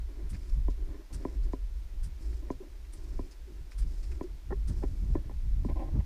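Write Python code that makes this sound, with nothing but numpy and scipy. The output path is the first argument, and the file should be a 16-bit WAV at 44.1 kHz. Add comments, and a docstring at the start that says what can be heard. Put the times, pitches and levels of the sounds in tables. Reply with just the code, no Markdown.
"""A climber walks up firm snow in crampons with a pole, heard from a camera on the helmet.
From the start, light wind rumbles on the camera case over a steady hiss, and straps rub.
Then, step by step, spikes crunch into the crust, the snow creaks under the weight, the camera's
loose mount knocks and the lifting crampon ticks. Later the mount also slips and the helmet hums.
Near the end the head lifts: a strap jerks tight and the wind buffets harder."""
import sys
import numpy as np
from scipy import signal
from scipy.fft import rfft, irfft, next_fast_len
from scipy.io import wavfile
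from scipy.ndimage import uniform_filter1d, map_coordinates

SR = 44100
rng = np.random.default_rng(int(sys.argv[2]) if len(sys.argv) > 2 else 0)


def output_pcm(signal):
    """Save a mono or channel-first signal as 16-bit PCM at the path in sys.argv[1].

    Samples are clipped to [-1, 1] before scaling.
    """
    pcm = np.clip(np.atleast_2d(signal).T, -1, 1) * 32767
    wavfile.write(sys.argv[1], SR, np.round(pcm).astype(np.int16))


N = 266805


def amp(db):
    """Turn decibels into a number to multiply by."""
    return 10 ** (np.asarray(db) / 20)

def unit(x):
    """Scale a sound to an average (rms) level of 1."""
    return x / np.sqrt(np.mean(x ** 2) + 1e-20)

def along(points, hz):
    """Read between (pitch_hz, level_db) points, spacing the octaves evenly."""
    pitches, levels = np.transpose(points)
    return np.interp(np.log(hz + 1), np.log(pitches + 1), levels)

def tilt(hz, db_per_octave):
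    """Decibels that make a sound brighter or duller, pivoting at 1000 Hz."""
    return db_per_octave * np.log2(np.clip(hz / 1000, .2, 2))

def filtered(x, response):
    """Multiply each frequency in a sound by response(hz)."""
    size = next_fast_len(len(x) + SR // 8)
    return irfft(rfft(x, size) * response(np.fft.rfftfreq(size, 1 / SR)), size)[:len(x)]

def coloured(x, tone):
    """Shape a sound with a tone table, at an average level of 1."""
    return unit(filtered(x, lambda hz: amp(along(tone, hz))))

def add(track, start_s, sound):
    """Mix a sound into the track."""
    start = max(round(start_s * SR), 0)
    part = track[start:start + len(sound)]
    part += sound[:len(part)]

def wobble(per_s):
    """A smooth curve through per_s random values a second."""
    points = rng.standard_normal(int(N * per_s / SR) + 4)
    return map_coordinates(points, [np.arange(N) * per_s / SR])

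def grains(n, per_s, spread_db):
    """Tiny clicks of random size at random moments, like things cracking or catching."""
    sizes = amp(spread_db * np.clip(rng.standard_normal(n), -2, 2))
    signs = rng.choice([-1, 1], n)
    return unit(sizes * signs * (rng.random(n) < per_s / SR))

def stroke(length_s, rise):
    """A brief push: it builds over the share of its length given by rise, then dies away."""
    progress = np.arange(SR // 4) / SR / max(length_s, .003)
    force = (1 - np.exp(-progress / max(rise, .01))) * np.exp(-progress ** 2)
    return force / force.max()

def efforts(rows, fade_s):
    """Steady pushes that fade in and out, one per (start_s, end_s, level_db) row."""
    t = np.arange(N) / SR
    return sum(amp(db) * np.clip(np.minimum(t - start, end - t) / fade_s + .5, 0, 1)
               for start, end, db in rows)

def weight(levels_db, fade_s):
    """The climber's weight settling on the boot, at one level for each row of STEPS."""
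    rows = [(start + wait, start + wait + hold, db)
            for (start, _, _, _, wait, hold, *_), db in zip(STEPS, levels_db)]
    return efforts(rows, fade_s)

def eddies(tone, evenness):
    """Swirling air: deep noise with its swells partly evened out."""
    flow = coloured(rng.standard_normal(N), tone)
    power = np.abs(signal.hilbert(flow)) ** 2
    swell = np.abs(uniform_filter1d(power, SR // 20)) + 1e-3
    return unit(flow / swell ** (evenness / 2))


# How hard the wind blows: time_s, level_db
WIND_STRENGTH = [(0.0, -29), (0.12, -40), (0.49, -36), (0.54, -25), (0.83, -31.5), (1.04, -48.5),
                 (1.18, -34), (1.35, -41.5), (1.38, -32.5), (1.75, -37.5), (2.02, -30.5), (2.07, -40),
                 (2.34, -31), (2.63, -47.5), (3.15, -36), (3.3, -47), (3.74, -40.5), (3.79, -28),
                 (4.4, -42.5), (4.68, -25.5), (4.72, -34), (4.89, -27.5), (4.95, -32.5), (5.17, -28),
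                 (5.24, -41), (5.49, -27.5), (6.0, -31), (6.05, -35)]
# Single gusts thumping the case: peak_s, level_db, half_length_s
WIND_GUSTS = [(0, -43, 0.022), (0.598, -36, 0.032), (3.865, -41.5, 0.034), (4.902, -33.5, 0.045),
              (5.12, -36, .04), (5.653, -30.5, 0.078), (5.954, -35.5, 0.073)]
# Tones of the deep rumble and of the buffeting: pitch_hz, level_db
RUMBLE_TONE = [(8, -19), (22, 0), (35, -1.5), (50, 3), (62, -6.5), (80, -23), (130, -51), (300, -79)]
BUFFET_TONE = [(30, -44), (65, 7), (110, -2), (160, -10), (250, -19), (500, -38.5), (1200, -48.5),
               (5000, -120)]

def wind(head_up_s=4.4, turn_s=0.11, head_up_db=11.5, jolt_delay_s=0.028, jolt_half_s=0.035):
    """Air rumbles over the case and buffets it, harder in gusts, in steps and with the head up."""
    t = np.arange(N) / SR
    strength_db = np.interp(t, *np.transpose(WIND_STRENGTH))
    head_up = np.clip((t - head_up_s) / turn_s, 0, 1)
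    breeze_db = -55 + 0.71 * (strength_db + 33)  # buffeting grows more slowly than the wind
    breeze = amp(breeze_db + head_up_db * head_up)
    jolts = [(start + jolt_delay_s, db, jolt_half_s) for start, *_, db in STEPS]
    thumps = sum(amp(db) * np.exp(-((t - peak) / half) ** 2) for peak, db, half in WIND_GUSTS + jolts)
    surge = weight([-54] * len(STEPS), fade_s=0.072)  # the body moves forward over each boot
    flutter = amp(2.5 * wobble(14))
    rumble = amp(strength_db) * flutter * eddies(RUMBLE_TONE, evenness=0.67)
    push = np.sqrt((breeze * flutter) ** 2 + thumps ** 2 + surge ** 2)
    lumps = amp(4 * wobble(30))
    return rumble + push * lumps * eddies(BUFFET_TONE, evenness=0.48)


# Tone of the hiss: pitch_hz, level_db
HISS_TONE = [(290, -1), (500, 2), (577, 0), (779, -2), (861, -1.5), (1010, -2), (1150, -4.5), (1360, -3.5),
             (1760, -4), (2310, -3.5), (2710, -6), (5380, -7), (8030, -13), (11000, -14.5), (15300, -16)]

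def hiss(level_db=-64.44):
    """The microphone's own steady hiss."""
    return amp(level_db) * coloured(rng.standard_normal(N), HISS_TONE)


# Brief strap rubs as the body sways: start_s, end_s, level_db
SWAY_RUBS = [(.08, .28, -56), (.78, 1.025, -55), (1.45, 1.52, -57.5), (2.45, 2.5, -52.5), (2.6, 2.69, -61),
             (3.47, 3.6, -64), (4.11, 4.31, -59), (4.68, 4.8, -58), (5.18, 5.29, -59), (5.86, 6.01, -57.5)]
# Tone of a strap heard through the helmet: pitch_hz, level_db
RUB_TONE = [(120, -13.5), (220, -3.5), (290, 7), (400, 5), (470, -13.5), (600, -7), (760, -20), (1020, -14),
            (1200, -22), (1900, -20), (3000, -41), (8000, -80)]

def strap_rubs(catch_db=2, rest_db=-68):
    """Straps rub dully on the helmet, catching and letting go."""
    stepping = weight([rub_db for *_, rub_db, _ in STEPS], fade_s=0.081)
    swaying = efforts(SWAY_RUBS, fade_s=0.014)
    pull = (stepping + swaying) * amp(catch_db * wobble(40)) + amp(rest_db)
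    return pull * coloured(grains(N, per_s=1800, spread_db=1.5), RUB_TONE)


# Each step: the spikes bite, then after a wait the weight comes on and holds. crush_db adds to bite_db.
# start_s, bite_db, base_length_s, crush_db, wait_s, hold_s, creak_db, strap_rub_db, air_jolt_db
STEPS = [(0.301, -46, 0.034, -1, 0.064, 0.2, -72, -63.5, -41.5),
         (1.133, -44.5, 0.042, 2, 0.016, 0.23, -72, -53.5, -41),
         (2.0356, -48, 0.044, 0.5, .16, 0.21, -68.5, -59.5, -45),
         (2.93, -48.5, 0.04, -3, 0.028, 0.34, -70.5, -60, -57),
         (3.785, -45, 0.038, 0, 0.072, 0.323, -70, -68.5, -44.5),
         (4.6795, -49.5, 0.045, 4, 0.031, 0.45, -71, -67.5, -35.5)]
# Tones of the icy crust and of the duller snow beneath: pitch_hz, level_db
CRUST_TONE = [(2500, -5), (5200, -5), (6500, -17), (7700, 5), (8500, 1.5), (9300, 10.5), (10200, -3.5),
              (11800, -3), (14000, -16), (16000, -19)]
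CRUSH_TONE = [(600, -12), (1500, 3.5), (2400, -6.5), (3800, -4), (5200, 4), (6500, -0.5), (8000, -1.5),
              (11000, -29)]

def crampon_bites(gain_db=-10, crush_gain_db=-2, early_s=0.0069):
    """Spikes break the crust in a bright burst of tiny cracks and crush the snow beneath."""
    on_crust, beneath = np.zeros(N), np.zeros(N)
    for start, bite_db, length, crush_db, *_ in STEPS:
        force = amp(bite_db + gain_db) * stroke(length * 0.8, rise=0.13)
        add(on_crust, start - early_s, force)
        add(beneath, start - early_s, force * amp(crush_db + crush_gain_db))
    crust = on_crust * coloured(grains(N, per_s=6900, spread_db=5.5), CRUST_TONE)
    crush = beneath * coloured(grains(N, per_s=5100, spread_db=2), CRUSH_TONE)
    clumps = amp(2 * wobble(160))
    return (crust + crush) * clumps


def crumbles(level_db=-60, scatter_db=2, length_s=0.011, crackle_db=-6, per_step=4):
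    """Extra rows for snow_crunches: snow gives way at random moments under a loaded boot."""
    return [(start + wait + hold * when, level_db + scatter_db * (2 * size - 1), length_s, crackle_db)
            for start, _, _, _, wait, hold, *_ in STEPS for when, size in rng.random((per_step, 2))]

# Crunches of the pole tip and shifting boots: start_s, level_db, base_length_s, crackle_db (added on)
POLE_AND_BOOT_SCUFFS = [(0.331, -52.5, 0.04, 3.5), (0.495, -50.5, 0.013, -19), (1.43, -57, 0.038, -7),
                        (2.327, -57.5, 0.03, 0), (2.85, -65, 0.009, 16), (3.712, -51.5, 0.032, 3),
                        (3.817, -53, 0.028, -3), (4.03, -51, 0.032, -6), (4.115, -55.5, 0.027, 3.5),
                        (5.647, -57.5, 0.042, -10)]
# Tones of the fine crunch and of the lower crackle: pitch_hz, level_db
CRUNCH_TONE = [(1500, 3), (3200, -1), (5200, 11), (6300, 1), (7600, 4), (8500, -6), (9300, 4), (10500, -14),
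               (15000, -17)]
CRACKLE_TONE = [(500, -29), (1100, 1), (1900, 5), (2500, 9), (3500, -17), (6000, -30)]

def snow_crunches(gain_db=-8, crackle_gain_db=-3, early_s=0.002):
    """Packed snow breaks in small crunches as the pole and boots press, shift and pull out."""
    fine, coarse = np.zeros(N), np.zeros(N)
    pull_outs = [(start, db + 7, 0.033, -10) for start, db, _ in BOOT_LIFTS]  # same columns as scuffs
    for start, db, length, crackle_db in POLE_AND_BOOT_SCUFFS + pull_outs + crumbles():
        force = amp(db + gain_db) * stroke(length * 0.77, rise=0.23)
        add(fine, start - early_s, force)
        add(coarse, start - early_s, force * amp(crackle_db + crackle_gain_db))
    crunch = fine * coloured(grains(N, per_s=5000, spread_db=1), CRUNCH_TONE)
    crackle = coarse * coloured(grains(N, per_s=2500, spread_db=10), CRACKLE_TONE)
    return crunch + crackle


# Tone of creaking snow: pitch_hz, level_db
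CREAK_TONE = [(1200, -43), (2200, -3.5), (3200, -11), (5200, 9), (6300, 1), (7600, 3.5), (8500, -2),
              (9300, 0), (10500, -6), (15000, -14)]

def snow_creak(judder_db=2):
    """Snow creaks finely for as long as it bears the weight."""
    load = weight([creak_db for *_, creak_db, _, _ in STEPS], fade_s=0.03)
    judder = amp(judder_db * wobble(45))
    return load * judder * coloured(grains(N, per_s=4000, spread_db=6), CREAK_TONE)


# Overall tone of the camera case: pitch_hz, level_db
CASE_TONE = [(20, -27), (100, -3), (200, -4), (300, 2), (400, 0), (470, -14), (700, -13), (780, -19),
             (1040, -12), (1130, -26), (1500, -43), (1850, -29), (2700, -50), (8000, -68)]
# Pitches at which the case rings: pitch_hz, width_hz, boost_db
CASE_RINGS = [(264, 30, 7), (400, 30, 2), (502, 25, 9), (592, 30, 7), (700, 40, 3), (996, 60, 6),
              (1310, 60, 5), (2330, 120, 10)]

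def case_tap(tilt_db, size=8192, delay_at_1000_hz_s=0.00343):
    """One tap bends the case and makes it ring; the high pitches travel through it fastest."""
    hz = np.fft.rfftfreq(size, 1 / SR)
    rings_db = sum(db / (1 + (2 * (hz - pitch) / width) ** 2) for pitch, width, db in CASE_RINGS)
    level_db = along(CASE_TONE, hz) + tilt(hz, tilt_db) + rings_db
    # Line up the frequencies so that the ringing comes after the tap, never before it.
    cepstrum = irfft(np.log(amp(level_db)))
    response = np.exp(rfft(2 * cepstrum[:size // 2], size) - cepstrum[0])
    travel_phase = 4 * np.pi * delay_at_1000_hz_s * np.sqrt(1000 * hz)
    ring = -irfft(response * np.exp(-1j * travel_phase))[:size // 2]
    return ring / np.abs(ring).max()

# The mount hitting its stop: start_s, level_db, tilt_db_per_octave
MOUNT_KNOCKS = [(0.683, -34.5, 0.5), (1.2514, -29, 1.5), (1.534, -31.5, 1), (2.5034, -28.5, 1.5),
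                (3.1922, -33.5, 0), (4.2106, -32, 1), (4.512, -36, -8), (4.836, -31.5, 0), (5.153, -32, 2),
                (5.296, -46, 4), (5.648, -34, -1.5)]

def mount_knocks(gain_db=6, early_s=0.0029):
    """The loose mount knocks on the camera case as the climber moves."""
    out = np.zeros(N)
    for start, db, tilt_db in MOUNT_KNOCKS:
        add(out, start - early_s, amp(db + gain_db) * case_tap(tilt_db))
    return out


# The rear boot pulling out of the snow: start_s, level_db, pitch_hz
BOOT_LIFTS = [(.699, -62.5, 6900), (1.522, -65, 6700), (2.51, -63.5, 6500), (3.31, -59, 6450),
              (4.227, -64, 6800)]

def crampon_ticks(ring_s=0.0088, width_hz=500):
    """As a boot lifts, the crampon's steel frame ticks with a short ring."""
    out = np.zeros(N)
    fade = stroke(ring_s, rise=0.12)
    for start, db, pitch in BOOT_LIFTS:
        noise = rng.standard_normal(len(fade))
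        ring = filtered(noise, lambda hz: 1 / (1 + (2 * (hz - pitch) / width_hz) ** 2))
        add(out, start, amp(db) * fade * unit(ring))
    return out


# The mount sliding: start_s, level_db, base_length_s, tilt_db_per_octave
MOUNT_SLIPS = [(1.103, -50, 0.023, -3.5), (2.426, -44, 0.0096, -3.5), (2.601, -52, 0.042, -4),
               (4.825, -44, 0.017, 0.5), (5.684, -42, 0.013, 2), (5.695, -33.5, 0.017, -1.5),
               (5.751, -43.5, 0.096, -2), (5.789, -41.5, 0.039, -2.5), (5.994, -51, 0.012, 4.5)]
# Tone of its scraping: pitch_hz, level_db
SCRAPE_TONE = [(120, -22), (330, 11.5), (420, -8.5), (520, 3), (680, -4), (800, 4), (900, -9), (1050, 3),
               (1150, -31), (1500, -23), (1800, -17.5), (2350, -19.5), (3000, -29), (7000, -44)]

def mount_slips(gain_db=-1, catch_db=4):
    """The mount slides with a gritty scrape, sticking and letting go."""
    out = np.zeros(N)
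    for start, db, length, tilt_db in MOUNT_SLIPS:
        force = stroke(length * 1.21, rise=0.15)
        grit = grains(len(force), per_s=3000, spread_db=2)
        scrape = unit(filtered(grit, lambda hz: amp(along(SCRAPE_TONE, hz) + tilt(hz, tilt_db))))
        sticking_db = catch_db * wobble(72)[:len(force)]
        add(out, start, amp(db + gain_db + sticking_db) * force * scrape)
    return out


# Hums of the helmet: start_s, level_db, length_s, pitch_hz
HELMET_HUMS = [(2.602, -39.5, 0.016, 380), (3.475, -49.5, 0.024, 360), (4.236, -36.5, 0.021, 359),
               (5.154, -27.5, 0.011, 317), (5.654, -28, 0.013, 237)]

def helmet_hums():
    """After a jolt, the helmet's shell vibrates briefly at one pitch."""
    out = np.zeros(N)
    for start, db, length, pitch in HELMET_HUMS:
        swell = stroke(length, rise=0.58)
        tone = np.sin(2 * np.pi * pitch * np.arange(len(swell)) / SR)
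        add(out, start, amp(db) * swell * tone)
    return out


# Tugs on a strap as the head lifts: start_s, level_db, length_s
STRAP_JERKS = [(4.502, -36.5, 0.014), (4.52, -31, 0.0074), (4.816, -45, 0.028), (5.142, -46, 0.031),
               (5.306, -48.5, 0.01)]
# Pitches at which the tight strap rings: pitch_hz, width_hz, level_db
STRAP_RINGS = [(283, 134, -10), (395, 41, 1), (583, 44, -7), (824, 100, -16), (1074, 50, -18),
               (1346, 114, -22), (1755, 54, -20.5), (1900, 140, -27)]

def strap_rasps(dull_above_hz=2400):
    """A strap jerks tight and rasps: many tiny catches set it ringing."""
    def ringing(hz):
        rings = sum((-1) ** k * amp(db) * 1j * hz * width / (pitch ** 2 - hz ** 2 + 1j * hz * width)
                    for k, (pitch, width, db) in enumerate(STRAP_RINGS))
        return rings / np.sqrt(1 + (hz / dull_above_hz) ** 8)

    jerk = np.zeros(N)
    for start, db, length in STRAP_JERKS:
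        add(jerk, start, amp(db) * stroke(length, rise=0.35))
    grit = grains(N, per_s=2500, spread_db=0.5)
    return filtered(jerk * grit, ringing) / filtered(grit, ringing).std()


def scene():
    """Add all the sounds into one channel; open snow gives no echo."""
    feet = crampon_bites() + crampon_ticks() + snow_crunches() + snow_creak()
    headgear = mount_knocks() + mount_slips() + helmet_hums() + strap_rubs() + strap_rasps()
    return (feet + headgear + wind() + hiss())[None]

def record(dry, top_hz=15330):
    """The camera keeps nothing higher than top_hz."""
    return np.array([filtered(channel, lambda hz: hz < top_hz) for channel in dry])


dry = scene()
out = record(dry)
output_pcm(out)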